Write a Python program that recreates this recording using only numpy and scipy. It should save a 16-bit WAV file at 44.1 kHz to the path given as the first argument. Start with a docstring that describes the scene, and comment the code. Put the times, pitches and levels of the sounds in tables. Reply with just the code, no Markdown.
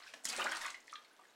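"""A baby's hands slap bath water: sharp smacks, spray, soft thuds, two gulps as air pockets close.
Trapped bubbles ring; the churning settles into single drips and bubbles.
Tub walls and bathroom tiles echo, over a faint steady noise floor."""
import sys
import numpy as np
from scipy import signal
from scipy.fft import rfft, irfft, next_fast_len
from scipy.io import wavfile
from scipy.ndimage import map_coordinates

SR = 44100
rng = np.random.default_rng(int(sys.argv[2]) if len(sys.argv) > 2 else 0)


def bounce(signal):
    """Save signal as a 16-bit WAV file at the path given by the first command-line argument."""
    frames = np.transpose(np.atleast_2d(signal))
    limited = np.clip(frames, -1, 1)
    pcm = np.round(limited * 32767).astype(np.int16)
    wavfile.write(sys.argv[1], SR, pcm)


N = 59535

# All levels are relative.
# Impacts of hands and thrown water (time [s], level [dB], t60 [s], centre [Hz], half-width [oct])
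SMACK_HITS = [(0.136, -43.5, 0.032, 2010, 0.84), (0.235, -58, 0.03, 8600, 0.3),
              (0.244, -34.5, 0.014, 7950, 0.27), (0.2526, -32, 0.0091, 1450, 0.52),
              (0.2526, -19.5, 0.0097, 7260, 0.64), (0.285, -38, 0.043, 6040, 0.58),
              (0.2963, -39, 0.033, 4600, 1.5), (0.44, -36.5, 0.021, 5650, 0.51),
              (.514, -38.5, 0.02, 5900, 0.47), (0.556, -37.5, 0.02, 3960, 0.44),
              (0.566, -38.5, 0.026, 4470, 0.43), (0.611, -52.5, 0.13, 4240, 1.1),
              (.661, -40.5, 0.022, 6700, 0.36), (0.7025, -38.5, 0.016, 5000, 0.55),
              (.744, -49.5, 0.037, 2480, 0.56), (0.801, -57.5, 0.025, 6500, 0.24),
              (0.87, -62, 0.063, 5340, .5), (0.8941, -52.5, 0.031, 3400, 0.29),
              (0.908, -60.5, 0.044, 4600, 0.49), (0.92, -55.5, 0.02, 6750, 0.71),
              (0.926, -50, 0.034, 1800, 0.31), (0.935, -35, 0.0071, 5170, 0.3),
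              (.954, -49, 0.03, 3130, 0.39), (1.045, -56, 0.023, 4000, 0.23),
              (1.193, -60, 0.042, 685, 0.57)]
# Large spray drops landing (time [s], level [dB])
DROP_HITS = [(0.247, -37.5), (0.3294, -33), (0.3567, -42), (0.364, -32.5), (0.3753, -34), (0.4417, -44),
             (0.514, -43), (.521, -35.5), (0.5514, -38), (.571, -34.5), (0.617, -47), (0.7047, -49),
             (.922, -52)]
# Hands pushing into the water (time [s], level [dB])
THUD_HITS = [(.252, -61), (0.287, -63.5), (0.36, -64.5), (0.503, -68.5), (0.568, -66.5)]
# Single bubbles and drips (time [s], level [dB], pitch [Hz], t60 [s])
BUBBLE_RINGS = [(.002, -52.5, 1160, 0.027), (0.023, -53, 3990, 0.018), (0.033, -53.5, 5030, 0.021),
                (.037, -52.5, 2070, 0.019), (.061, -53, 1575, 0.052), (.069, -57, 5320, 0.016),
                (.078, -46, 2640, 0.014), (.089, -48.5, 2280, 0.014), (.139, -50, 675, 0.021),
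                (.146, -63.5, 290, 0.094), (.253, -29, 2000, 0.0076), (.274, -35.5, 3170, 0.011),
                (.302, -29.5, 4950, 0.0088), (.338, -42, 2050, 0.019), (.347, -40, 1554, 0.016),
                (.378, -56.5, 226, 0.05), (.386, -46.5, 375, 0.052), (0.394, -38, 2576, 0.034),
                (.397, -32.5, 1175, 0.017), (0.408, -35.5, 1534, 0.029), (.417, -27.5, 2873, 0.011),
                (.448, -38.5, 577, 0.018), (.454, -37, 835, 0.019), (.449, -49, 323, 0.027),
                (.466, -29, 1470, 0.021), (.497, -37.5, 5250, 0.0089), (.515, -36.5, 1489, 0.054),
                (.521, -36.5, 1840, 0.032), (.521, -38, 3140, 0.023), (.524, -38, 845, 0.016),
                (.571, -25, 1190, 0.0038), (.613, -40.5, 1830, 0.036), (.653, -40.5, 1079, 0.046),
                (.655, -32.5, 2148, 0.017), (.662, -35, 1490, 0.013), (0.744, -36, 2027, 0.014),
                (0.88, -39, 1890, 0.0068), (.928, -37.5, 1178, 0.031), (.955, -37, 3670, 0.0056),
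                (.956, -38, 3070, 0.0091), (.957, -38, 1920, 0.0068), (1.048, -57.5, 2120, 0.019),
                (1.110, -60.5, 1514, 0.035), (1.131, -64.5, 9900, 0.013), (1.192, -54, 1194, 0.03),
                (1.236, -55, 1780, 0.011), (1.253, -53, 1620, 0.013), (1.282, -65.5, 6680, 0.025),
                (1.297, -62.5, 3860, 0.018)]
# Air pockets closing under a hand (time [s], length [s], level [dB], start pitch [Hz], end pitch [Hz])
GULP_SWEEPS = [(0.38, .034, -42.5, 480, 1651), (0.444, .031, -40, 562, 2460)]
# Churn envelopes (time [s], spray [dB], bubbling [dB], slosh [dB])
CHURN_LEVELS = [(0, -64, -59, -68), (.04, -65.5, -59, -89), (0.089, -59.5, -66, -91),
                (.11, -66.5, -69, -81), (.17, -67, -78, -66), (.23, -75, -74, -80), (0.244, -61, -74, -61),
                (0.259, -46, -54, -75), (.282, -54, -54, -62.5), (.34, -52, -43, -56.5),
                (0.37, -51.5, -53, -54.5), (0.407, -49.5, -41.5, -51), (0.456, -61, -46.5, -56.5),
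                (.49, -51.5, -50, -64), (.53, -61, -43, -60.5), (.597, -52, -56, -61.5),
                (0.651, -53, -43, -69), (.73, -61, -62, -80), (.79, -71.5, -77, -76.5),
                (1.35, -74.5, -77, -86)]
# Spectral shape per source (frequency [Hz], gain [dB])
DROP_EQ = [(1000, -24), (4500, 4.5), (9500, 2), (12500, -21), (16000, -24)]
THUD_EQ = [(20, -23), (45, -21), (110, -19.5), (240, 10), (500, -25), (1500, -62)]
SPRAY_EQ = [(1500, -7.5), (3200, 0.5), (5000, -1.5), (8500, -6.5), (10500, -13.5), (12500, -21),
            (16000, -28)]
BUBBLING_EQ = [(350, -13.5), (600, -10.5), (1000, -2.5), (1500, 0.5), (2000, -2.5), (2500, -4), (3500, -9),
               (5000, -10)]
SLOSH_EQ = [(25, -32), (70, -33), (150, -13), (230, 0), (400, -3.5), (650, 5.5), (1100, -5)]
FLOOR_EQ = [(25, -26), (70, -19), (150, -7), (280, 3.5), (600, 4), (1500, 2), (3000, -4.5), (8000, -18.5),
            (12000, -16), (16000, -21)]
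# Decay of the tiled room (frequency [Hz], t60 [s])
ROOM_T60 = [(200, 0.58), (1200, 0.31), (3500, 0.25), (8000, 0.23), (15000, 0.2)]


def smacks(attack_s=0.0016):
    """Each impact bursts into a short crackle of droplets."""
    out, t = np.zeros(N), np.arange(SR // 10) / SR
    for at_s, db, t60_s, centre_hz, width_oct in SMACK_HITS:
        def band(hz):
            detune = np.log2((hz + 1) / centre_hz) / width_oct
            return (1 + detune ** 2 / 4) ** -2 / np.sqrt(1 + (hz / 11000) ** 12)
        crackle = unit_rms(filtered(rng.standard_normal(len(t)), band))
        attack = (1 - np.exp(-t / attack_s)) ** 2
        add(out, at_s, amp(db + 7.5 - 60 * t / t60_s) * attack * crackle)
    return out


def drops(t60_s=0.0058):
    """A falling drop hits the surface with one bright tick."""
    out, t = np.zeros(N), np.arange(SR // 30) / SR
    for at_s, db in DROP_HITS:
        add(out, at_s, amp(db - 60 * t / t60_s) * noise(len(t), DROP_EQ))
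    return out


def thuds(t60_s=0.11, attack_s=0.00097):
    """Each push on the water gives a faint low thud."""
    out, t = np.zeros(N), np.arange(SR // 4) / SR
    attack = 1 - np.exp(-t / attack_s)
    for at_s, db in THUD_HITS:
        add(out, at_s, amp(db - 60 * t / t60_s) * attack * noise(len(t), THUD_EQ))
    return out


def bubbles(rise=0.038, wobble_depth=0.054, wobble_per_s=510, attack_s=0.00089):
    """A trapped bubble rings, unsteady in moving water, its pitch rising as it nears the surface."""
    out, t = np.zeros(N), np.arange(SR // 6) / SR
    attack = 1 - np.exp(-t / attack_s)
    for at_s, db, hz, t60_s in BUBBLE_RINGS:
        age = t / t60_s
        pitch_hz = hz * (1 + rise * np.minimum(age, 1) + wobble_depth * wobble(wobble_per_s, len(t)))
        decay = amp(db + 2 - 60 * age ** 1.554)  # holds, then dies quickly
        add(out, at_s, decay * attack * np.sin(2 * np.pi * np.cumsum(pitch_hz) / SR))
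    return out


def gulps(spread=0.1238, swell_db=15.5):
    """A shrinking air pocket sweeps three close partials upward, swelling until it shuts."""
    out = np.zeros(N)
    for at_s, length_s, db, start_hz, end_hz in GULP_SWEEPS:
        progress = np.linspace(0, 1, int(length_s * SR))
        turns = np.cumsum(start_hz * (end_hz / start_hz) ** progress) / SR
        partials = sum(amp(-5 * abs(k)) * np.sin(2 * np.pi * (turns * np.exp(k * spread) + rng.random()))
                       for k in (-1, 0, 1))
        envelope = amp(swell_db * progress) * signal.windows.tukey(len(progress), 0.3)
        add(out, at_s, amp(db) * unit_rms(partials * envelope))
    return out


def churn(clump_db=0.5, clumps_per_s=200, tick_db=-10):
    """Stirred water: clumping spray with sparse droplet ticks, mid-sized bubbles, deep slosh."""
    times_s, *levels_db = np.transpose(CHURN_LEVELS)
    spray_gain, bubbling_gain, slosh_gain = [
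        amp(np.interp(np.arange(N) / SR, times_s, db)) for db in levels_db]
    mist = swarm(2000, band_hz=(2550, 15100), cycles=5, spread_db=4.2, rise=0.05, hiss=0.42, size=160)
    ticks = swarm(130, band_hz=(3200, 11700), cycles=2.7, spread_db=2.5, rise=0.1, hiss=0.02, size=128)
    spray = unit_rms(mist * amp(clump_db * wobble(clumps_per_s, N))) + amp(tick_db) * ticks
    bubbling = swarm(1800, band_hz=(557.4, 4170), cycles=17.5, spread_db=3,
                     rise=0.24, hiss=0.16, size=1024)
    slosh = swarm(600, band_hz=(205.2, 869), cycles=8.3, spread_db=2, rise=0.14, hiss=0.69, size=2048)
    return (spray_gain * coloured(spray, SPRAY_EQ)
            + bubbling_gain * coloured(bubbling, BUBBLING_EQ)
            + slosh_gain * coloured(slosh, SLOSH_EQ))


def swarm(count, band_hz, cycles, spread_db, rise, hiss, size):
    """Steady crowd of random bubbles, each a damped rising sine of `size` samples, plus hiss."""
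    onset_draw, pitch_draw, life_draw, level_draw = rng.random((count, 4)).T[:, :, None]
    lo_hz, hi_hz = band_hz
    hz = lo_hz * (hi_hz / lo_hz) ** pitch_draw
    t60_s = cycles * (0.5 + life_draw) / hz
    t = np.arange(size) / SR
    age = np.minimum(t / t60_s, 2)
    strength = amp(spread_db * np.minimum(-np.log(1 - level_draw), 3)) * hz / hi_hz
    envelope = strength * amp(-60 * age) * (1 - np.exp(-t * hz))
    rings = envelope * np.sin(2 * np.pi * hz * t * (1 + rise * age / 2))
    indices = (onset_draw * N).astype(int) + np.arange(size)
    crowd = np.bincount(indices.ravel(), rings.ravel(), N)[:N]
    return unit_rms(crowd) + hiss * rng.standard_normal(N)


def bathroom(x, hops=16):
    """Splashes move from spot to spot: each overlapping stretch gets its own echo."""
    hop = N // hops + 1
    padded = np.pad(x, (hop, 2 * hop))
    wet = np.zeros(N + 4 * hop + SR)
    for i in range(0, (hops + 1) * hop, hop):
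        stretch = padded[i:i + 2 * hop] * signal.windows.cosine(2 * hop)
        reflected = signal.fftconvolve(stretch, echo())
        wet[i:i + len(reflected)] += reflected
    return x + wet[hop:hop + N]


def echo(tiles_db=-5.5, tub_db=-7.5, tub_t60_s=0.046):
    """Impulse response of one spot: quick tub-wall reflections, longer tail from the tiles."""
    hz, frame_s, spectra = signal.stft(rng.standard_normal(SR // 2), SR, nperseg=256)
    decay = amp(-60 * frame_s / log_interp(ROOM_T60, hz)[:, None])
    tiles = signal.istft(spectra * decay, SR, nperseg=256)[1]
    t = np.arange(len(tiles)) / SR
    tiles *= 1 - np.exp(-t / 0.005)
    tub = rng.standard_normal(len(t)) * amp(-60 * t / tub_t60_s) * (t > 0.0015)
    return amp(tiles_db) * tiles / np.linalg.norm(tiles) + amp(tub_db) * tub / np.linalg.norm(tub)


def noise_floor(level_db=-69.5):
    """Faint steady background noise."""
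    return amp(level_db) * noise(N, FLOOR_EQ)


def amp(db):
    """Decibels to gain."""
    return 10 ** (np.asarray(db) / 20)


def unit_rms(x):
    """Scale to rms 1."""
    return x / np.sqrt(np.mean(x ** 2) + 1e-20)


def log_interp(points, hz):
    """Interpolate (frequency [Hz], value) points on a log axis."""
    knots_hz, values = np.transpose(points)
    return np.interp(np.log(hz + 1), np.log(knots_hz + 1), values)


def filtered(x, response):
    """Apply the gain response(hz) by FFT."""
    size = next_fast_len(len(x) + 8192)
    return irfft(rfft(x, size) * response(np.fft.rfftfreq(size, 1 / SR)), size)[:len(x)]


def coloured(x, eq):
    """Shape x by an EQ table, at rms 1."""
    return unit_rms(filtered(x, lambda hz: amp(log_interp(eq, hz))))


def noise(size, eq):
    """Shaped noise at rms 1."""
    return coloured(rng.standard_normal(size), eq)


def wobble(knots_per_s, size):
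    """Smooth random curve."""
    return map_coordinates(rng.standard_normal(2048), [np.arange(size) * knots_per_s / SR], mode="wrap")


def add(out, at_s, sound):
    """Mix a sound in at a given time."""
    i = max(0, round(at_s * SR))
    out[i:i + len(sound)] += sound[:max(0, N - i)]


def scene():
    """Splashing in the bathroom over the noise floor, mono."""
    water = amp(-1.5) * (smacks() + drops() + thuds() + bubbles() + gulps() + churn())
    return (bathroom(water) + noise_floor())[None]


def record(dry, cutoff_hz=16000):
    """Brick-wall low-pass."""
    return np.array([filtered(x, lambda hz: hz < cutoff_hz) for x in dry])


dry = scene()
out = record(dry)
bounce(out)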